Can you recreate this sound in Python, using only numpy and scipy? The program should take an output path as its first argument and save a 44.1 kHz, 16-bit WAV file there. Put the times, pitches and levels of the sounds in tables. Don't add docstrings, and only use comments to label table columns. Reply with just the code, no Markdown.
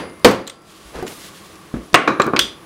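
import sys
import numpy as np
from scipy import signal
from scipy.fft import rfft, irfft
from scipy.io import wavfile
from scipy.ndimage import uniform_filter1d, map_coordinates

SR = 44100
rng = np.random.default_rng(int(sys.argv[2]) if len(sys.argv) > 2 else 0)


def gain_from_db(level_db):
    decades = np.asarray(level_db, float) / 20
    return 10 ** decades


def store_wav(level_fs):
    pcm = np.round(np.clip(np.atleast_2d(level_fs), -1, 1) * 32767)
    wavfile.write(sys.argv[1], SR, pcm.T.astype(np.int16))


N = 116865

# start_s, peak_db
TAPS = [
    (-.11, 12.5),
    (0.2461, 13),
]
LAST_TAP_S = TAPS[1][0]
LANDING_S = 1.9427
AIR_TOP_HZ = 15800


def unit(x):
    return x / np.sqrt(np.mean(x ** 2) + 1e-20)


def along(points, hz):
    point_hz, value = np.transpose(points)
    return np.interp(np.log(hz + 1), np.log(point_hz + 1), value)


def curve(rows):
    time_s, level_db = np.transpose(rows)
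    return gain_from_db(np.interp(np.arange(N) / SR, time_s, level_db))


def wobble(rate_hz):
    return map_coordinates(rng.standard_normal(N // 64), [np.arange(N) * rate_hz / SR])


def noise(colour, size, tilt_db=0, peaks=()):
    tilt_floor_hz = 400
    hz = np.fft.rfftfreq(size, 1 / SR)
    level_db = along(colour, hz)
    level_db = level_db + tilt_db * np.log2(np.maximum(hz, tilt_floor_hz) / 2000) / 2
    for peak_hz, width_hz, boost_db in peaks:
        level_db = level_db + boost_db / (1 + ((hz - peak_hz) / width_hz) ** 2)
    spectrum = rfft(rng.standard_normal(size)) * gain_from_db(level_db) * (hz < AIR_TOP_HZ)
    return unit(irfft(spectrum, size))


def add(out, start_s, x):
    i = round(start_s * SR)
    x = x[max(-i, 0):][:N - max(i, 0)]
    out[max(i, 0):][:len(x)] += x


def blow(colour, dies, tilt_db, room_db, rise_s, peaks=(), crack_db=-90):
    # pitch_hz, t60_s
    room_dies = [(100, 0.52), (500, 0.39), (2000, 0.39), (6000, 0.29), (14000, 0.23)]
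    # pitch_hz, level_db_per_hz
    crack_colour = [(200, -34), (2000, -26), (15500, 13)]
    crack_t60_s = 0.002
    t = np.arange(1 << 15) / SR
    source = noise(colour, size=len(t), tilt_db=tilt_db, peaks=peaks)
    hz, frame_s, z = signal.stft(source, SR, nperseg=128, noverlap=96)
    body_fade = gain_from_db(-60 * frame_s / along(dies, hz)[:, None])
    room_fade = gain_from_db(room_db - 60 * frame_s / along(room_dies, hz)[:, None])
    body = signal.istft(z * (body_fade + room_fade), SR, nperseg=128, noverlap=96)[1][:len(t)]
    crack = noise(crack_colour, size=len(t), tilt_db=2 * tilt_db)
    return body * (1 - np.exp(-t / rise_s)) + gain_from_db(crack_db - 60 * t / crack_t60_s) * crack


def ring(modes, length_s, rough_hz=0):
    t = np.arange(round(length_s * SR)) / SR
    out = np.zeros(len(t))
    for pitch_hz, level_db, t60_s in modes:
        steps = uniform_filter1d(rng.standard_normal(len(t)), size=96)
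        steps = uniform_filter1d(steps, size=96)
        walk = np.cumsum(steps) * np.sqrt(rough_hz / (2 * np.pi * SR))
        out += gain_from_db(level_db - 60 * t / t60_s) * np.sin(2 * np.pi * (pitch_hz * t + walk))
    return out


def background():
    # pitch_hz, level_db_per_hz
    air_colour = [(15, -47), (25, -12), (101, -10), (221, -28), (322, -4.5), (421, -13.5), (1110, -16.5),
                  (1380, -17), (15500, -37)]
    # pitch_hz, width_hz, level_db
    fan = [(177, 44, -51), (350, 230, -53), (1137, 114, -51), (9920, 230, -63)]
    # time_s, gain_db
    gain_rows = [(0, -3), (.2, -1), (.3, -0.5), (.6, -6), (.75, -4), (1.08, 0.5), (1.9, -1.5), (2.0, -2.5),
                 (2.3, -1), (2.45, -1.5), (2.58, -1), (2.65, 0)]
    air_db, whine_hz, whine_db = -42.5, 9959, -59
    treble_hz, treble_ducks = 3000, 4
    hz, hum, gain = np.fft.rfftfreq(N, 1 / SR), np.zeros(N), curve(gain_rows)
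    for pitch_hz, width_hz, level_db in fan:
        band = np.exp(-((hz - pitch_hz) / width_hz) ** 2)
        hum += gain_from_db(level_db) * unit(irfft(rfft(rng.standard_normal(N)) * band, N))
    whine = gain_from_db(whine_db + 2.0 * wobble(15)) * np.sin(2 * np.pi * whine_hz * np.arange(N) / SR)
    air = rfft(gain_from_db(air_db - 1.5 + 0.072 * wobble(8.0)) * noise(air_colour, size=N))
    air = air * (hz < AIR_TOP_HZ) / (1 + (40 / (hz + 1)) ** 4)
    treble = 1 / (1 + (treble_hz / (hz + 1)) ** 2)
    low = irfft(air * (1 - treble), N) + hum
    high = irfft(air * treble, N) + whine
    return gain * low + gain ** treble_ducks * high


def sleeve():
    # time_s, level_db
    speed = [(1.065, -80), (1.08, -45), (1.2, -50.5), (1.275, -54), (1.31, -74)]
    # pitch_hz, level_db_per_hz
    colour = [(4000, -20), (10000, 3), (15500, -7)]
    return curve(speed) * noise(colour, size=N)


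def forearm_slide():
    # time_s, level_db
    speed = [(.6, -65.5), (.69, -50), (.9, -46.5), (1.055, -61), (1.075, -38.5), (1.19, -45.5),
             (1.25, -37.5), (1.3, -47.5), (1.36, -45), (1.6, -52.5), (1.9, -53), (2.1, -72)]
    # pitch_hz, level_db_per_hz
    colour = [(880, -17), (1500, -4), (2440, -3.5), (3250, -0.5), (4610, -3.5), (9700, -8.5),
              (15500, -17.5)]
    lumps = gain_from_db(1 * wobble(40.46))
    return curve(speed) * unit(lumps * noise(colour, size=N))


def tool_scrape():
    # time_s, level_db
    pressure = [(.91, -59), (.95, -30.5), (1.0, -30), (1.05, -40), (1.12, -37), (1.2, -100)]
    # pitch_hz, level_db_per_hz
    colour = [(47, -33), (80, -26), (119, -9), (485, -1), (693, -5.5), (1270, -9), (12000, -33.5),
              (15600, -67), (22000, -120)]
    lumps = gain_from_db(2.7 * wobble(69.84))
    return curve(pressure) * unit(lumps * noise(colour, size=N))


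def squeak():
    # time_s, pitch_hz, level_db
    glide = [(.8, 10000, -80), (.84, 10000, -58), (.91, 10600, -55), (.945, 10350, -56), (1.01, 10300, -80)]
    time_s, hz, level_db = np.transpose(glide)
    pitch_hz = np.interp(np.arange(N) / SR, time_s, hz) + 30 * wobble(60)
    return curve(np.transpose([time_s, level_db])) * np.sin(2 * np.pi * np.cumsum(pitch_hz) / SR)


def stand_sways():
    # start_s, level_db
    thumps = [(0.849, -35), (0.951, -26), (1.75, -21), (2.09, -62), (2.411, -30)]
    stand_hz, t60_s, rise_s = 55.5, .2, 0.0084
    out, t = np.zeros(N), np.arange(SR // 2) / SR
    sway = (1 - np.exp(-t / rise_s)) * np.sin(2 * np.pi * stand_hz * t)
    for start_s, level_db in thumps:
        add(out, start_s, gain_from_db(level_db - 60 * t / t60_s) * sway)
    return out


def ticks():
    # start_s, peak_db, brightness_db
    contacts = [(.018, -45, 5), (.069, -43, 5), (0.097, -33, -10), (.138, -44, 8), (.195, -33, 7),
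                (.228, -47, 8), (.236, -44, 0), (.2645, -24, 0), (.287, -29, 0), (.312, -18, 6),
                (.62, -39, 6), (.897, -34, -3), (.956, -27, -12), (.987, -32, -8), (1.012, -42, 12),
                (1.026, -27, 17), (1.555, -29, -3), (1.7385, -19, -43), (1.786, -27, -40),
                (1.931, -14, -27), (2.1014, -42, 5), (2.242, -27, 3), (2.2655, -20, 11), (2.598, -30, -45)]
    # pitch_hz, level_db_per_hz
    colour = [(1500, -32), (5000, 11), (9000, 2), (14000, -4)]
    out = np.zeros(N)
    for start_s, peak_db, bright_db in contacts:
        add(out, start_s, gain_from_db(peak_db - 11.5) * blow(colour, [(8000, 0.02)], bright_db, -58, 0.00021))
    return out


def thuds():
    # start_s, peak_db, pitch_hz
    contacts = [(.405, -22.5, 350), (.948, -36, 494), (0.965, -32, 440), (0.986, -23, 505),
                (1.0255, -15, 360), (1.0269, -19.5, 743), (1.044, -23, 450), (1.740, -11.5, 240.6),
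                (1.762, -17.5, 262), (1.805, -28.5, 340), (1.931, -16.5, 206), (2.102, -13.5, 348)]
    # pitch_hz, level_db_per_hz
    colour = [(35, -51), (60, -30), (181, -3.5), (257, 0), (606, -15), (842, -29), (1080, -22.5),
              (8000, -50), (10400, -74), (17600, -120)]
    # pitch_hz, t60_s
    dies = [(100, 0.08), (500, 0.19), (4000, 0.012)]
    note_t60_s, note_db = 0.077, -2.5
    out = np.zeros(N)
    for start_s, peak_db, pitch_hz in contacts:
        add(out, start_s, gain_from_db(peak_db - 12) * blow(colour, dies, 3.7, -9, 0.00076, crack_db=-28))
        add(out, start_s, ring([(pitch_hz, peak_db + note_db, note_t60_s)], .5))
    return out


def clinks():
    # start_s, peak_db, brightness_db, mode_1_hz, mode_2_hz
    touches = [(0.468, -28, 0, 3400, 3900), (0.475, -20.5, 11, 7500, 4180), (.479, -23, 0, 3400, 7100),
               (0.4977, -21, 0, 3480, 8510), (.503, -38, 1, 3440, 8800), (1.067, -22, -11.5, 1945, 7100),
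               (1.078, -21.5, 1, 6600, 2940), (1.9549, -11.5, 1, 6400, 8300),
               (2.2188, -11.5, -5, 4170, 7360), (2.3632, -5.5, -11.5, 2555, 4690),
               (2.368, -10, -18, 2300, 3900), (2.392, 5.5, 3, 3280, 1443)]
    # pitch_hz, level_db_per_hz
    colour = [(100, -59), (900, -12), (1500, -3), (3300, 2), (7000, -5), (15500, -21.5)]
    # pitch_hz, width_hz, boost_db
    steel = [(1354, 61, 1.5), (5170, 110, -5), (8700, 270, 5.5)]
    # pitch_hz, t60_s
    dies = [(1000, 0.041), (4000, 0.017), (12000, 0.009)]
    # pitch_hz, level_db, t60_s
    bar = [(2930, -22, 0.15), (3270, -15, 0.22), (3420, -17, 0.3), (3600, -21, 0.3), (4880, -28, 0.35),
           (5900, -28, 0.28)]
    main_width_hz, main_boost_db = 250, 7
    main_ring_db, main_t60_s = -9.5, 0.031
    out = np.zeros(N)
    for start_s, peak_db, bright_db, *modes_hz in touches:
        peaks = steel + [(hz, main_width_hz * hz / 3500, main_boost_db) for hz in modes_hz]
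        knock = blow(colour, dies, bright_db, -21.5, 0.000067, peaks, crack_db=-23)
        add(out, start_s, gain_from_db(peak_db - 4.5) * knock)
        notes = [(hz, min(peak_db, 0) + main_ring_db, main_t60_s) for hz in modes_hz]
        add(out, start_s, ring(notes, .1, rough_hz=150))
    add(out, touches[-1][0], ring(bar, .5, rough_hz=109))
    return out


def afterring():
    # pitch_hz, level_db, t60_s
    bench_low = [(205.9, -9.5, 0.27), (261, -10, 0.19)]
    # pitch_hz, level_db, t60_s
    rattle = [(6600, -46, .25), (8200, -44, .2), (12400, -46, .18), (14500, -50, .15)]
    # pitch_hz, level_db, t60_s
    landing_ring = [(1088, -9, 0.26), (1162, -12, 0.21), (1473, -16, 0.22), (2016, -12, 0.15)]
    rattle_s, nudge_s = 0.31, 1.026
    out = np.zeros(N)
    add(out, LAST_TAP_S, ring(bench_low, .5, rough_hz=12))
    shiver = gain_from_db(5.8 * wobble(40)[:round(.4 * SR)])
    add(out, rattle_s, ring(rattle, .4, rough_hz=700) * shiver)
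    add(out, LANDING_S, ring(landing_ring, .5, rough_hz=25.3))
    add(out, nudge_s, ring([(4850, -50, .5)], 0.052))
    return out


def puck():
    # pitch_hz, level_db_per_hz
    landing_colour = [(35, -58), (60, -18), (253, -4), (738, -0.5), (889, -10), (1070, -3.5), (2840, -10.5),
                      (15500, -51)]
    # pitch_hz, width_hz, boost_db
    landing_peaks = [(280, 28, 7), (1190, 26, 3), (1930, 640, 4), (2840, 120, 4), (6140, 300, 1),
                     (8300, 360, 10.5)]
    # pitch_hz, t60_s
    landing_dies = [(100, 0.021), (1500, 0.031), (12000, 0.021)]
    # start_s, peak_db, hardness_db
    drops = [
        (2.0759, 2.5, -2),
        (2.1980, 0.5, -2.5),
        (2.263, -10.5, -16),
        (2.269, -9.5, -24),
        (2.276, -10.5, -19),
        (2.28, -14, -21),
        (2.3350, -5, -12.5),
        (2.35, -11.5, -23),
        (2.382, -12.5, -16),
    ]
    # pitch_hz, level_db_per_hz
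    colour = [(35, -43), (60, -19.5), (351, -3), (829, -12.5), (1200, -3.5), (1670, -11), (2050, -24),
              (4030, -29), (15500, -52.5)]
    # pitch_hz, width_hz, boost_db
    peaks = [(324, 110, -2.5), (1250, 250, 1.5), (2370, 210, 13.5), (3900, 150, 12.5), (6240, 880, 7)]
    # pitch_hz, t60_s
    dies = [(100, 0.038), (1000, 0.051), (4000, 0.041), (12000, 0.025)]
    # pitch_hz, level_db, t60_s
    modes = [(323.2, -12.5, 0.4), (1102, -7, 0.19), (1181, -8.5, 0.16), (1467, -8, 0.094),
             (1750, -45, 0.087)]
    landing_db, rise_s, low_hz = 11.5, .0005, 111
    out = np.zeros(N)
    landing = blow(landing_colour, landing_dies, 0, -21.5, 0.00031, landing_peaks, crack_db=-4)
    add(out, LANDING_S, gain_from_db(landing_db) * landing)
    for start_s, peak_db, hard_db in drops:
        knock = blow(colour, dies, hard_db, -7.5, rise_s, peaks, crack_db=-32)
        add(out, start_s, gain_from_db(peak_db - 9.5) * knock)
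        add(out, start_s, gain_from_db(peak_db - 10.0) * ring(modes, 0.39, rough_hz=24.4))
    return signal.sosfilt(signal.butter(2, low_hz, 'high', fs=SR, output='sos'), out)


def taps():
    # pitch_hz, level_db_per_hz
    colour = [(35, -39), (60, -16), (259, -0.5), (464, -3), (1150, -11.5), (1450, -14.5), (1670, -16.5),
              (7540, -35), (15500, -52.5)]
    # pitch_hz, t60_s
    dies = [(100, 0.1), (500, 0.066), (3000, 0.046), (12000, 0.033)]
    # pitch_hz, width_hz, boost_db
    frame = [(490, 58, 4.5), (4550, 100, 4.5), (7060, 220, -3), (11700, 310, 7)]
    # pitch_hz, level_db, t60_s
    pin = [(2099, -48, 2.5), (4635, -62, 2), (4846, -55, 2.5), (4849.2, -56, 2.5), (7526, -64, .8),
           (9453, -52, 1.4), (10185, -49, .9), (14050, -66, .3)]
    # pitch_hz, level_db, t60_s
    pin_after = [(1346, -42, 1.8), (4850, -53, 2.5), (4635, -62, 2.5)]
    # pitch_hz, level_db, t60_s
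    bench = [(336, -4, 0.22), (439, 2, 0.26), (535.3, -1.5, 0.43), (572, -8, 0.097), (843, -14, 0.43),
             (1044, -6, 0.43), (1135, -3, 0.36), (1196, -0.5, 0.13)]
    bench_db = -14.5
    out = np.zeros(N)
    for start_s, peak_db in TAPS:
        knock = blow(colour, dies, 5.6, -15.0, 0.000068, frame, crack_db=-26)
        add(out, start_s, gain_from_db(peak_db - 5.5) * knock)
    add(out, 0, ring(pin, LAST_TAP_S))
    add(out, LAST_TAP_S, ring(pin_after, 0.74))
    add(out, LAST_TAP_S, gain_from_db(bench_db) * ring(bench, .5, rough_hz=11.5))
    return out


def scene():
    rubs = sleeve() + forearm_slide() + tool_scrape() + squeak()
    contacts = stand_sways() + ticks() + thuds() + clinks()
    return (background() + rubs + contacts + afterring() + puck() + taps())[None]


def band_limit(x):
    return signal.sosfilt(signal.butter(12, 16660, fs=SR, output="sos"), x)


def record(dry):
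    clip_hard, top_hz, top_edge_hz = 30, 16100, 150
    x = dry / (1 + np.abs(dry) ** clip_hard) ** (1 / clip_hard)
    hz = np.fft.rfftfreq(N, 1 / SR)
    lowpass = (1 - np.tanh((hz - top_hz) / top_edge_hz)) / 2
    x = irfft(rfft(x) * lowpass, N)
    return band_limit(np.clip(x, -1, 1))


dry = scene()
out = record(dry)
store_wav(out)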